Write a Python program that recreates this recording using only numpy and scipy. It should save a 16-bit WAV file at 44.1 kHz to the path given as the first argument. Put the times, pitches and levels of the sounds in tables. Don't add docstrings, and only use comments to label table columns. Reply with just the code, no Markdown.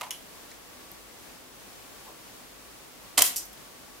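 import sys
import numpy as np
from scipy import signal
from scipy.fft import rfft, irfft
from scipy.io import wavfile
from scipy.ndimage import uniform_filter1d

SR = 44100
rng = np.random.default_rng(int(sys.argv[2]) if len(sys.argv) > 2 else 0)


def unload_audio(sound):
    columns = np.transpose(np.atleast_2d(sound))
    steps = np.round(np.clip(columns, -1, 1) * 32767)
    wavfile.write(sys.argv[1], SR, steps.astype(np.int16))


def gain_from_decibels(decibels):
    exponent = np.asarray(decibels, float) / 20
    return 10 ** exponent


N = 176400
T = np.arange(N) / SR
HZ = np.maximum(np.arange(N // 2 + 1) * SR / N, 1)

# (time [s], level [dB], chatter length [s], ring-out t60 [s])
BULB_CONTACTS = [
    (3.2188, -23, .001, .006),
    (3.2209, -6, .0008, .0025),
    (3.2222, -19, .001, .012),
    (3.2268, -21, .0008, .012),
]
SHARD_CONTACTS = [
    (3.2234, -20, .001, .006),
]
FIZZ_CONTACTS = [
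    (3.229, -37, 0.005, 0.04),
    (3.238, -30, 0.025, 0.17),
    (3.264, -31, .001, 0.016),
    (3.275, -34, .001, .03),
]
SHUTTER_CONTACTS = [
    (3.1735, -39.5, .002, .01),
    (3.176, -28, 0.0016, 0.0158),
    (3.178, -16.5, 0.00069, 0.03),
    (3.181, -20.5, 0.0047, 0.021),
    (3.189, -20.5, 0.0056, 0.03),
    (3.196, -41, 0.0017, .05),
    (3.205, -28, 0.0031, 0.076),
    (3.217, -27, 0.0035, 0.055),
]
RETURN_CONTACTS = [
    (3.3597, -34, 0.00079, .012),
    (3.361, -36, 0.025, 0.077),
    (3.3652, -31.5, 0.0014, 0.0103),
    (3.3705, -33, .001, .01),
    (3.374, -43.5, 0.00091, .01),
    (3.3797, -37, 0.00055, .008),
    (3.53, -51.5, .002, 0.042),
]
LEVER_CONTACTS = [
    (.0105, -31.5, 0.0023, 0.019),
    (.0165, -32.5, 0.0021, 0.012),
    (.022, -49, 0.004, 0.03),
    (.030, -42, .012, 0.07),
    (.062, -52, 0.0091, 0.073),
]
LATCH_CONTACTS = [
    (.1073, -30, 0.00064, 0.011),
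    (.1098, -43.5, 0.0027, .008),
    (.1132, -31.5, 0.00065, 0.0063),
    (.115, -44, 0.0027, 0.17),
]

# (frequency [Hz], level per Hz [dB])
BULB_COLOUR = [(180, -52), (300, -16), (2280, -17), (3140, -8), (4170, -13), (5740, -10), (9330, 0),
               (14700, -3), (16500, -22)]
FIZZ_COLOUR = [(880, -39), (1500, -11), (1920, 2), (2210, -18), (3180, -2), (12700, 3.5), (16000, -21)]
SHUTTER_COLOUR = [(88, -37), (150, -27), (669, -3.5), (2260, -3), (4970, -1.5), (5480, -3), (8790, -0.5),
                  (15000, -4.5), (16500, -37)]
RETURN_COLOUR = [(880, -69), (1500, -38), (1830, -28), (2630, -22), (5640, -1.5), (7540, -1), (15200, -4),
                 (16500, -34)]
LEVER_COLOUR = [(120, -67), (200, -37), (1050, -1.5), (1470, -17), (2050, -9), (5060, -22), (13000, -21),
                (16500, -37)]
LATCH_COLOUR = [(590, -48), (1000, -13), (1720, -23), (3010, -11), (7700, -11), (10900, 1.5), (15000, -17),
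                (16500, -39)]

# (frequency [Hz], width [Hz], level [dB])
BULB_MODES = [(705, 78, -16), (1940, 170, -9), (3220, 200, 2), (6060, 230, 3), (7600, 210, 5),
              (8680, 300, 4), (10570, 540, 9), (11800, 200, 9.5), (13000, 230, -16)]
SHUTTER_MODES = [(307, 30, 0), (727, 60, -10), (1010, 71, 3), (2020, 67, -1), (2460, 120, -10),
                 (3120, 190, 0), (4400, 100, -8), (5100, 150, 1), (5900, 150, -4), (7350, 140, 4),
                 (8440, 142, 0), (11900, 220, -16)]
RETURN_MODES = [(3480, 220, -15), (5300, 136, -2), (5800, 153, 2), (6650, 180, -8), (7700, 200, 0),
                (9250, 300, -2), (11530, 340, 3), (12700, 310, -16)]
LEVER_MODES = [(580, 60, -8), (711, 30, 1), (904, 30, -9), (1040, 44, -1), (1170, 32, -5), (2080, 87, -9.5),
               (2730, 160, -8), (3610, 100, -19), (4510, 150, -13)]
LATCH_MODES = [(2110, 140, -6), (2580, 260, -8), (3000, 290, 2), (2980, 51, 1), (5400, 340, -8),
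               (5810, 260, 1), (6400, 200, 0.5), (10900, 400, -7), (12000, 500, -12)]

# (time [s], level [dB], centre [Hz], width [Hz], length [s])
NOISE_PUFFS = [(0.516, -43, 5500, 5000, .0012), (0.51, -54, 4300, 5800, 0.034),
               (.519, -50.5, 2050, 690, 0.0078), (0.554, -55.5, 860, 500, 0.016),
               (0.9169, -35, 13080, 3000, 0.001), (.917, -50.5, 4900, 2500, .001),
               (0.924, -54, 130, 260, 0.02), (2.086, -52, 1030, 70, 0.024), (2.082, -55, 880, 70, .03),
               (2.09, -54, 710, 70, .024), (2.085, -55, 480, 260, .04), (2.106, -52, 520, 160, 0.022),
               (2.122, -58, 320, 140, 0.023), (3.454, -49, 11700, 900, .004),
               (3.463, -51, 11800, 400, .018), (3.461, -51, 15200, 500, .006),
               (3.47, -51, 11000, 900, .005), (3.538, -56, 3300, 300, .012),
               (3.533, -53, 11700, 900, .008), (3.3605, -42, 3200, 1200, .003),
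               (3.366, -44, 3200, 1200, .005), (0.032, -41, 690, 110, 0.026), (.033, -43, 1000, 240, .024),
               (.066, -48, 900, 320, .022), (.1078, -36, 2900, 900, .0016), (.1145, -37, 3050, 500, .005),
               (3.179, -19.5, 3640, 1500, 0.0041), (3.189, -30, 700, 90, .016),
               (3.191, -31, 1090, 150, .016), (3.192, -31, 2050, 120, .012), (3.205, -53, 93, 48, 0.04),
               (3.2, -42, 300, 120, 0.035), (3.213, -38, 520, 260, .02), (3.228, -36, 690, 160, .007),
               (3.26, -34, 14000, 1500, 0.056)]

# (frequency [Hz], t60 [s])
ROOM_DECAY = [(200, 0.49), (800, 0.31), (3000, 0.36), (8000, 0.25), (15000, 0.23)]
# (frequency [Hz], level per Hz [dB])
AIR_COLOUR = [(13, -48), (22, -15), (43, -7), (76, -7.5), (307, -2.5), (803, -5.5), (1120, -6.5),
              (1210, -8), (15600, -16.5)]
# (frequency [Hz], likeness [0-1])
AIR_LIKENESS = [(40, 0.66), (130, 0.068), (290, 0.16), (1400, 0.21), (3000, 0)]
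# (frequency [Hz], width [Hz], level [dB])
HUM_BANDS = [(49.5, 7.7, -68.5), (253.7, 10, -71), (1141, 3.2, -68)]
# (time [s], length [s], lowest frequency [Hz])
TREBLE_DIPS = [
    (.1005, .007, 4000),
    (.120, .008, 13200),
    (3.171, .005, 1200),
    (3.2135, .004, 11000),
    (3.356, .004, 12500),
]

GRAIN_DB, ATTACK_S = 1.8, .0002
BASS_CUT_HZ = 260
NARROWEST_HZ = 30
RING_WET = 0.14
UNLIKE_HZ = 7900
ROOM_GAP_S, ROOM_BUILD_S = 0.006, 0.018
AIR_DB, AIR_PAN_DB, AIR_TOP_HZ = -51, 0.8, 15800
SWAY_DB, SWAY_PER_S = 0.74, 9
CLIP_LEVEL, TOP_HZ = .74, 16150


def bulb():
    return part(BULB_CONTACTS, BULB_COLOUR, BULB_MODES, ring_db=1, pan_db=-0.6, wet_db=-6)


def shards():
    return part(SHARD_CONTACTS, BULB_COLOUR, BULB_MODES[3:6], ring_db=1.5, pan_db=-14, wet_db=-5.0)


def fizz():
    return part(FIZZ_CONTACTS, FIZZ_COLOUR, BULB_MODES, ring_db=-18, pan_db=-1.0, wet_db=-7)


def shutter():
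    return part(SHUTTER_CONTACTS, SHUTTER_COLOUR, SHUTTER_MODES, ring_db=3, pan_db=-2.5, wet_db=-7)


def blade_return():
    return part(RETURN_CONTACTS, RETURN_COLOUR, RETURN_MODES, ring_db=6.0, pan_db=0.0, wet_db=-5.5)


def lever():
    return part(LEVER_CONTACTS, LEVER_COLOUR, LEVER_MODES, ring_db=12.5, pan_db=-2.5, wet_db=-15.0)


def latch():
    return part(LATCH_CONTACTS, LATCH_COLOUR, LATCH_MODES, ring_db=9.5, pan_db=-1.5, wet_db=-7.5)


def part(contacts, colour, modes, ring_db, pan_db, wet_db):
    force = np.zeros(N)
    ticks = np.zeros(N)
    for k, (start, db, hold, t60) in enumerate(contacts):
        attack = (T > start) * np.clip((T - start) / ATTACK_S, 0, 1)
        fade = 1000. ** -(np.clip(T - start - hold, 0, 1) / max(t60, .002))
        force += gain_from_decibels(db) * attack * fade
        ticks[int(start * SR)] += (-1) ** k * gain_from_decibels(db)
    grain = uniform_filter1d(rng.standard_normal(N), size=12) * np.sqrt(12)
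    push = force * gain_from_decibels(GRAIN_DB * grain) * pair() + ticks
    push = signal.lfilter(*signal.butter(2, BASS_CUT_HZ, "high", fs=SR), push)
    crack = signal.lfilter(causal(colour), 1, push)
    ringing = sum(gain_from_decibels(db) * ring(push, hz, max(width, NARROWEST_HZ)) for hz, width, db in modes)
    metal = gain_from_decibels(ring_db) * ringing
    direct = (crack + metal) * pan(pan_db)
    to_room = gain_from_decibels(wet_db) * (crack + RING_WET * metal)
    return np.array([direct, to_room])


def small_puffs():
    noise = pair()
    puffs = np.zeros((2, N))
    for time, db, hz, width, length in NOISE_PUFFS:
        swell = np.exp(-.5 * ((T - time) / (0.41 * length)) ** 2)
        puffs += gain_from_decibels(db) * swell * unit(ring(ring(noise, hz, width), hz, width))
    return puffs


def room(x):
    t = T[:SR // 2]
    tail = np.zeros((2, len(t)))
    for hz in 150 * 2 ** np.arange(0, 7., .5):
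        band = ring(rng.standard_normal((2, len(t))), hz, hz / 2)
        tail += band * 1000. ** -(t / curve(ROOM_DECAY, hz))
    tail *= np.clip((t - ROOM_GAP_S) / ROOM_BUILD_S, 0, 1)
    tail /= np.sqrt(np.sum(tail ** 2) / 2)
    return signal.fftconvolve(x, tail, axes=1)[:, :N]


def air():
    return (gain_from_decibels(AIR_DB + 3) * hiss() + hum()) * pan(AIR_PAN_DB)


def hiss():
    alike = np.clip(curve(AIR_LIKENESS, HZ), 0, 1)
    spectrum = gain_from_decibels(curve(AIR_COLOUR, HZ)) * (HZ < AIR_TOP_HZ)
    noise = unit(stereo(np.sqrt(1 + alike) * spectrum, np.sqrt(1 - alike) * spectrum))
    hold = int(SR / SWAY_PER_S)
    steps = np.repeat(rng.standard_normal(N // hold + 1), hold)
    sway = uniform_filter1d(steps, hold)[:N]
    return noise * gain_from_decibels(SWAY_DB * sway)


def hum():
    return sum(gain_from_decibels(db) * unit(ring(ring(pair(), hz, width), hz, width)) for hz, width, db in HUM_BANDS)


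def pair():
    alike = 1 / (1 + (HZ / UNLIKE_HZ) ** 2)
    return stereo(np.sqrt((1 + alike) / 2), np.sqrt((1 - alike) / 2))


def stereo(mid_gain, side_gain):
    mid, side = rfft(rng.standard_normal((2, N)))
    return irfft(mid * mid_gain + side * side_gain * np.array([[1], [-1]]), N)


def pan(db):
    return gain_from_decibels(np.array([[db], [-db]]) / 2)


def ring(x, hz, width):
    return signal.lfilter(*signal.iirpeak(min(hz, .45 * SR), hz / max(width, 1), fs=SR), x)


def causal(colour):
    hz = np.maximum(np.arange(257) * SR / 512, 1)
    cepstrum = irfft(curve(colour, hz) * np.log(10) / 20)
    cepstrum[1:256] *= 2
    cepstrum[257:] = 0
    response = irfft(np.exp(rfft(cepstrum)))
    return response / np.sqrt(np.sum(response ** 2))


def curve(table, hz):
    points = np.array(table)
    return np.interp(np.log(hz), np.log(points[:, 0]), points[:, 1])


def unit(x):
    return x / np.sqrt(np.mean(x ** 2))


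def scene():
    direct, to_room = lever() + latch() + shutter() + bulb() + shards() + fizz() + blade_return()
    soft_sounds = small_puffs()
    return direct + soft_sounds + room(to_room + gain_from_decibels(-8.5) * soft_sounds) + air()


def low_pass(x, hz):
    return signal.sosfilt(signal.ellip(8, .2, 70, hz, fs=SR, output="sos"), x)


def top_cut(x):
    return signal.sosfilt(signal.butter(12, 16970, fs=SR, output="sos"), x)


def record(dry):
    x = low_pass(dry, TOP_HZ)
    x = low_pass(np.clip(x, -CLIP_LEVEL, CLIP_LEVEL), 16900)
    for time, length, hz in TREBLE_DIPS:
        treble = signal.sosfiltfilt(signal.butter(4, hz, "high", fs=SR, output="sos"), x)
        x = x - treble * np.clip(3 - 6 * np.abs(T - time) / length, 0, 1)
    return top_cut(x)


dry = scene()
out = record(dry)
unload_audio(out)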